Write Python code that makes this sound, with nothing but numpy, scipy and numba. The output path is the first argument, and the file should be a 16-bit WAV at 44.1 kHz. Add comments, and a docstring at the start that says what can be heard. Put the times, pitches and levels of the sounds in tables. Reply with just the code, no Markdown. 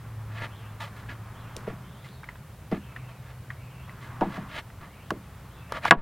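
"""Outdoors at a lumber pile, a stereo microphone pair facing the stack. Sawn boards are laid on it:
gloves brush the wood, a plank thuds onto the spacer strips, ticks and scrapes as it is pushed home,
and a last narrow board drops flat with a loud clack that makes the recorder's gain control duck.
Each blow rings the modes of board and stack; each scrape is wood fibres catching and slipping.
Far off in the trees a bird sings, and a distant hum wavers over the low rumble of the air."""
import sys
import numpy as np
from scipy import signal
from scipy.fft import rfft, irfft, next_fast_len
from scipy.io import wavfile
from scipy.ndimage import uniform_filter1d
from numba import njit

SR = 44100
rng = np.random.default_rng(int(sys.argv[2]) if len(sys.argv) > 2 else 0)


def transcribe(signal):
    """Save signal, clipped to [-1, 1], as a 16-bit WAV file at the path in sys.argv[1]."""
    frames = np.atleast_2d(signal).T
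    limited = np.clip(frames, -1, 1)
    pcm = np.round(limited * 32767).astype(np.int16)
    wavfile.write(sys.argv[1], SR, pcm)


N = 265108
TIME = np.arange(N) / SR


# Board hits board, centre front (time [s], strength [dB], band bottom [Hz], bandwidth [Hz],
# ring time [factor], crack level [dB], bending-wave travel time at 1 kHz [s])
CLACKS = [(5.1015, -10, 830, 580, 0.52, -20.5, 0.0042), (5.721, -45, 890, 3570, 0.56, -20.5, 0.0011),
          (5.77, -15, 600, 1570, 0.18, -43, 0.00061), (5.848, 1, 715, 870, 0.4, -17.5, 0.0038),
          (5.909, 18.5, 153, 2750, 1.17, -2.5, .00052), (5.9205, 19, 700, 810, 0.69, -44, 0.00089)]
def clacks(stack_db=-17):
    """A hard contact cracks and rings the loose board far more than the stack."""
    out = np.zeros(N)
    for s, db, low_hz, width_hz, ring_scale, crack_db, travel_s in CLACKS:
        add(out, s, strike(db + stack_db, db, [low_hz, low_hz + width_hz], ring_scale, travel_s))
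        add(out, s + travel_s, crack(crack_db))
    return out


# A plank comes down on the stack (time [s], thud strength [dB], thud band top [Hz],
# knock strength [dB], knock band centre [Hz], knock lag [s], skid level [dB])
LANDINGS = [(1.556, -37, 400, -24.5, 467, 0.0026, -51), (1.668, -22, 296, -12.5, 490, 0.0008, -41),
            (2.714, -10.5, 455, -16.5, 754, .004, -38), (4.209, -10, 1120, -3, 807, .009, -36),
            (4.37, -17, 267, -23.5, 710, 0.0021, -47), (5.107, -21, 501, -14.5, 500, 0.0016, -52)]
def landings(plank_db=-8.5, travel_s=.00098, knock_octaves=.58, bounce_s=.05, bounce_db=-15.5):
    """The stack thuds; the plank knocks as it falls flat, skids a little, sags and hits once more."""
    out, half_band = np.zeros(N), 2 ** (knock_octaves / 2)
    for s, thud_db, top_hz, knock_db, knock_hz, lag_s, skid_db in LANDINGS:
        force_db = 20 * np.log10(np.hypot(undb(thud_db), undb(knock_db)))
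        thud = (0, thud_db, [152, top_hz])
        knock = (lag_s, knock_db, [knock_hz / half_band, knock_hz * half_band])
        bounce = (bounce_s, force_db + bounce_db, [140, 318])
        for after_s, db, band_hz in (thud, knock, bounce):
            add(out, s + after_s, strike(db, db + plank_db, band_hz, ring_scale=1, travel_s=travel_s))
        add(out, s + travel_s, crack(thud_db - 23.5))
        skid_speed = touch(attack_s=.0078, length_s=.095)
        add(out, s, stroke(skid_speed, skid_db, tilt_db=-3.5, rasp_hz=1880))
    return out


# Modes of the stack, struck through a plank (frequency [Hz], level [dB], t60 [s])
STACK_MODES = [(96, -14, .2), (148, -8, .2), (166, -6, .22), (199, 0, .2), (240, -4, .12), (277, -3, .14),
               (333, 0, .13), (388, -2, .12), (449, -5, .12), (500, -8, .1), (586, -8, .1), (637, -3, .1),
               (734, -4, .08), (777, -8, .09), (837, -9, .08), (934, 0, .06), (1181, -2, .05),
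               (1380, -8, .06)]
# Modes of the loose board (frequency [Hz], level [dB], t60 [s])
BOARD_MODES = [(357, -18, .1), (490, -14, .09), (689, -3, .08), (853, -8, .08), (972, -7, .08),
               (1127, -2, .07), (1262, -7, .055), (1342, -7, .06), (1430, -3, .06), (1659, 1, .055),
               (1860, -5, .045), (1935, -2, .045), (2170, -9, .045), (2430, -15, .04), (2660, -11, .04),
               (2900, -11, .035), (3500, -17, .03)]
def strike(stack_db, board_db, band_hz, ring_scale, travel_s, mode_db=-12, clatter_db=2):
    """One contact rings board and stack; its place and softness choose the band that rings."""
    t = np.arange(SR // 2) / SR
    stack = undb(stack_db) * ring(STACK_MODES, t, ring_scale)
    board = undb(board_db) * ring(BOARD_MODES, t, ring_scale)
    weak_modes = (undb(stack_db) + .33 * undb(board_db)) * clatter(t, ring_scale)
    wood = cut(undb(mode_db) * (stack + board) + undb(clatter_db) * weak_modes, band_hz, "band")
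    # bending waves speed up with the root of frequency, so the treble arrives first
    return shape(wood, lambda f: np.exp(-4j * np.pi * travel_s * np.sqrt(1000 * f)))


def ring(modes, t, ring_scale):
    """Decaying modes, met with a slightly different strength by each blow."""
    hz, db, t60 = np.transpose(modes)[:, :, None]
    polarity = (-1) ** np.arange(len(modes))[:, None]
    gain = polarity * undb(db + rng.standard_normal(hz.shape))
    decay = undb(-60 * t / (t60 * ring_scale))
    return np.sum(gain * decay * np.sin(2 * np.pi * hz * t), axis=0)


# The stack's crowd of weak modes, by octave (centre [Hz], level [dB], t60 [s])
CLATTER_BANDS = [(150, -21, .17), (300, -22, .14), (600, -26, .12), (1200, -24, .1), (2400, -20, .065),
                 (4800, -23, .045)]
def clatter(t, ring_scale):
    """Modes too dense to tell apart; the treble dies first."""
    out = np.zeros(len(t))
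    for hz, db, t60 in CLATTER_BANDS:
        octave = band_noise(len(t), [hz / np.sqrt(2), hz * np.sqrt(2)])
        out += undb(db - 60 * t / (t60 * ring_scale)) * octave
    return out


# Spectrum of wood slapping wood (frequency [Hz], level [dB])
CRACK_COLOUR = [(300, 10.5), (1500, 16.5), (3200, 3.5), (5500, -2), (8000, -16), (11000, -13), (16000, -44)]
def crack(db, decay_s=.003):
    """The short burst of two hard faces meeting."""
    t = np.arange(SR // 10) / SR
    burst = colour(rng.standard_normal(len(t)), CRACK_COLOUR) * np.exp(-t / decay_s)
    return undb(db) * cut(burst, 70, "high")


# Dry wood catching and letting go (time [s], level [dB], pitch [Hz])
TICKS = [(2.087, -47, 3700), (2.232, -38, 1560), (2.241, -37.5, 2200), (2.288, -30, 1980),
         (2.355, -43.5, 1630), (2.962, -31, 1854), (3.503, -28.5, 1870), (3.881, -41.5, 1260),
         (3.894, -40.5, 1940), (4.701, -46.5, 1850)]
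def ticks(rise_cycles=3.52, echo_s=.0069, echo_db=-13, tail_db=-17, tail_s=.024):
    """A few cycles of one wood resonance with a snap, a rustle and a reflection; loud ticks are purer."""
    out, t = np.zeros(N), np.arange(SR // 10) / SR
    for s, db, hz in TICKS:
        age = t * hz / rise_cycles
        swell = age ** 2 * np.exp(2 - 2 * age)
        noise = band_noise(len(t), [hz / 2, hz * 1.07])
        tone = undb(db) * swell * np.sin(2 * np.pi * hz * t)
        snap = undb(-29.5 + .38 * db) * swell * noise
        rustle = undb(db + tail_db) * np.exp(-t / tail_s) * noise
        tick = tone + snap + rustle
        add(out, s, tick)
        add(out, s + echo_s, undb(echo_db) * tick)
    return out


def splinter(at_s=1.5657, snap_db=-31, band_hz=(2800, 7000), snap_s=.0012, tear_db=-23, tear_s=.033):
    """A splinter snaps and tears as the plank is lifted."""
    out, t = np.zeros(N), np.arange(SR // 5) / SR
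    envelope = np.exp(-t / snap_s) + undb(tear_db) * np.exp(-t / tear_s)
    add(out, at_s, undb(snap_db) * envelope * band_noise(len(t), band_hz, order=1))
    return out


# Shoves along the stack (time of top speed [s], run-up [s], level [dB], tilt [dB/octave], rasp [Hz])
PUSHES = [(.447, .19, -36, -1.6, 2140), (3.305, 0.14, -52, 0, 1800), (4.355, 0.12, -39.5, -0.5, 1400),
          (4.584, 0.13, -34.5, -0.7, 2600), (5.768, 0.09, -33, -2, 1720), (5.868, .06, -26.5, -0.8, 1900)]
def pushes(run_up_power=1.66, stop_s=.039):
    """A board pushed over rough-sawn wood gathers speed and stops dead."""
    out = np.zeros(N)
    for s, run_s, db, tilt_db, rasp_hz in PUSHES:
        t = np.arange(-run_s, stop_s, 1 / SR)
        run_up = np.minimum(1 + t / run_s, 1) ** run_up_power
        brake = np.cos(np.pi / 2 * np.maximum(t, 0) / stop_s) ** 2
        add(out, s - run_s, stroke(run_up * brake, db, tilt_db, rasp_hz))
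    return out


# Passing touches at the pile (time [s], length [s], level [dB], tilt [dB/octave], rasp [Hz])
BRUSHES = [(0.796, 0.12, -37.5, 0.8, 950), (.955, 0.12, -50.5, 2.5, 2000), (1.082, 0.086, -40, -1.7, 1960),
           (2.038, .07, -49, 2, 1880), (3.081, .07, -51.5, -1.5, 1200), (4.003, 0.15, -48.5, 1, 1790),
           (4.803, 0.11, -45, -3, 1530), (5.965, .12, -17, -5, 900)]
def brushes(attack_s=.012):
    """Gloves and boards graze the wood briefly."""
    out = np.zeros(N)
    for s, length_s, db, tilt_db, rasp_hz in BRUSHES:
        add(out, s, stroke(touch(attack_s, length_s), db, tilt_db, rasp_hz))
    return out


def touch(attack_s, length_s):
    """Speed of a contact that starts quickly and fades."""
    t = np.arange(0, length_s, 1 / SR)
    return np.sin(np.pi / 2 * np.interp(t, [0, attack_s, length_s], [0, 1, 0])) ** 2


# Tone of rubbing on sawn wood (frequency [Hz], gain [dB])
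RUB_COLOUR = [(150, -8.5), (450, -9.5), (700, -2.5), (1200, -3), (1900, -6), (2800, -8.5), (4000, -12),
              (6000, -23), (10000, -28), (16000, -35)]
def stroke(speed, db, tilt_db, rasp_hz, rasp_db=5, rasp_octaves=.74, judder_db=1.4):
    """Juddering friction, as loud as it is fast; the contact favours one band, which gives it its rasp."""
    rub = friction(len(speed))
    rasp = shape(rub, lambda f: undb(rasp_db * np.exp(-(np.log2(f / rasp_hz) / rasp_octaves) ** 2)))
    judder = judder_db * walk(130)[:len(speed)]
    return undb(db + judder) * speed * colour(rasp, RUB_COLOUR, tilt_db)


def friction(size, body_db=-12):
    """Slipping fibres, partly heard through the board's hand-damped modes."""
    slips = grains(size)
    damped_board = ring(BOARD_MODES, np.arange(SR // 10) / SR, ring_scale=.4)
    body = signal.fftconvolve(slips, damped_board)[:size]
    return slips + undb(body_db) * unit(body)


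def grains(size, grain_db=3):
    """Fibres catch and slip in dense uneven grains."""
    slips = rng.standard_normal(size) * (rng.random(size) < .5)
    strength = undb(grain_db * np.minimum(rng.exponential(size=size), 4))
    return unit(slips * strength)


# Quiet movement at the pile (time [s], level [dB])
SHUFFLE_LEVEL = [(0.0, -54), (1.65, -49), (1.87, -53), (2.54, -81), (2.95, -54.5), (3.41, -68.5),
                 (3.94, -51.5), (4.11, -45.5), (4.22, -47.5), (4.43, -44.5), (4.6, -61), (5.7, -55.5)]
# Its spectrum (frequency [Hz], level [dB])
SHUFFLE_COLOUR = [(200, 9.5), (500, -1.5), (1100, 8.5), (1800, 1), (3000, -11), (4500, -21), (8000, -26),
                  (16000, -33)]
def shuffle():
    """Slow shuffling and sliding between the blows."""
    return colour(grains(N), SHUFFLE_COLOUR) * undb(curve(SHUFFLE_LEVEL) + walk(25))


# A songbird far off in the trees (time [s], length [s], first pitch [Hz], last pitch [Hz], level [dB])
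BIRD_PHRASES = [(.48, .2, 3000, 3000, -54), (1.33, .22, 3050, 2850, -57.5), (1.82, .36, 3100, 3900, -59),
                (2.77, .4, 2700, 2600, -56), (3.53, .35, 2300, 3050, -55.5), (4.86, .18, 2700, 3150, -56),
                (5.5, .2, 3100, 2300, -57.5)]
def bird(syllable_s=.09, step_s=.06, warble=.07, spread=.09, slide=.3):
    """Phrases of warbled whistles that slide up and down in turn."""
    out, waver = np.zeros(N), 1 + warble * walk(200)
    progress = np.linspace(0, 1, int(syllable_s * SR))
    arch = 2 * np.sqrt(progress * (1 - progress))
    for start, length_s, first_hz, last_hz, db in BIRD_PHRASES:
        for k, s in enumerate(np.arange(start, start + length_s - syllable_s / 2, step_s)):
            centre_hz = first_hz + (last_hz - first_hz) * (s - start) / length_s
            glide = 1 + spread * rng.standard_normal() + (-1) ** k * slide * (progress - .5)
            hz = centre_hz * glide * np.interp(s + progress * syllable_s, TIME, waver)
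            add(out, s, undb(db) * arch * np.sin(2 * np.pi * np.cumsum(hz) / SR))
    return out


def through_trees(song, decay_s=.05, direct_db=-8, scattered_db=-2):
    """From this far, more sound reaches the microphones scattered by the trees than directly."""
    t = np.arange(SR // 2) / SR
    echoes = rng.standard_normal(len(t)) * np.exp(-t / decay_s)
    scattered = signal.fftconvolve(song, echoes / np.linalg.norm(echoes))[:N]
    return undb(direct_db) * song + undb(scattered_db) * scattered


# A distant hum, as it reaches the microphones (time [s], level [dB])
HUM_LEVEL = [(0, -58), (.11, -36.5), (.42, -40), (.6, -45), (1.9, -47), (2.55, -61), (3.05, -47.5),
             (4, -45), (4.9, -57.5)]
# Its pitch, which steps up and later sinks back (time [s], pitch [Hz])
HUM_PITCH = [(0, 111), (.95, 108), (1.6, 114.8), (1.8, 125.7), (4.3, 122.3), (6, 111)]
def hum(waver=.0154, flutter_db=2):
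    """One low tone, unsteady in pitch and level."""
    hz = curve(HUM_PITCH) * (1 + waver * walk(12))
    tone = unit(np.sin(2 * np.pi * np.cumsum(hz) / SR))
    return tone * undb(curve(HUM_LEVEL) + flutter_db * walk(43))


# Open air around the pile (frequency [Hz], level [dB])
AIR_COLOUR = [(25, -34), (50, 2), (80, 3.5), (130, 5), (190, -3.5), (280, -14.5), (500, -14.5), (1200, -17),
              (3000, -27), (6000, -36), (11000, -36), (16000, -37)]
def air(db=-45):
    """A steady low outdoor rumble."""
    return undb(db) * colour(rng.standard_normal(N), AIR_COLOUR)


def undb(db):
    """Decibels to gain."""
    return 10 ** (np.asarray(db) / 20)


def unit(x):
    """Scale to rms 1."""
    return x / np.sqrt(np.mean(x ** 2))


def shape(x, response):
    """Filter by a gain that is a function of frequency."""
    size = next_fast_len(len(x))
    hz = np.maximum(np.arange(size // 2 + 1) * SR / size, 1)
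    return irfft(rfft(x, size) * response(hz), size)[..., :len(x)]


def colour(x, points, tilt_db=0):
    """Filter by (Hz, dB) points, tilted per octave; rms 1."""
    hz, db = np.transpose(points)
    return unit(shape(x, lambda f: undb(np.interp(np.log(f), np.log(hz), db) + tilt_db * np.log2(f))))


def cut(x, hz, kind, order=2):
    """Causal low-, high- or band-pass."""
    return signal.sosfilt(signal.butter(order, hz, kind, fs=SR, output="sos"), x)


def band_noise(size, band_hz, order=2):
    """Band-passed noise of rms 1."""
    return unit(cut(rng.standard_normal(size), band_hz, "band", order))


def curve(points):
    """Join (time, value) points across the scene."""
    return np.interp(TIME, *np.transpose(points))


def walk(rate_hz):
    """Smooth random drift of rms 1."""
    size = int(SR / rate_hz)
    steps = np.repeat(rng.standard_normal(N // size + 1), size)
    return unit(uniform_filter1d(steps, size)[:N])


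def add(out, s, x):
    """Mix x in from time s on."""
    i = int(s * SR)
    out[i:i + len(x)] += x[:N - i]


@njit
def follow(x, attack, release):
    """Envelope that rises fast and falls slowly."""
    out, level = np.empty(len(x)), 0.
    for i in range(len(x)):
        level += (x[i] - level) * (attack if x[i] > level else release)
        out[i] = level
    return out


def scene(apart_hz=15000, hiss_db=-63):
    """The pile is centred; only its top treble reaches the two hissing microphones out of phase."""
    wood = landings() + clacks() + ticks() + splinter() + shuffle() + pushes() + brushes()
    side = shape(wood, lambda f: 1j * (f / apart_hz) ** 2)
    background = through_trees(bird()) + hum() + air()
    hiss = undb(hiss_db) * rng.standard_normal((2, N))
    return np.array([wood + side, wood - side]) + background + hiss


def record(dry, limit_db=-5, attack_s=.00073, release_s=.81, top_hz=15900):
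    """Gain control ducks under the loudest blow, too late to keep its first cycles from clipping."""
    envelope = follow(np.abs(dry[0]), 1 / (attack_s * SR), 1 / (release_s * SR))
    ducked = dry / np.maximum(envelope / undb(limit_db), 1)
    low_pass = signal.ellip(8, .2, 60, top_hz, fs=SR, output="sos")
    return signal.sosfilt(low_pass, np.clip(ducked, -1, 1))


dry = scene()
out = record(dry)
transcribe(out)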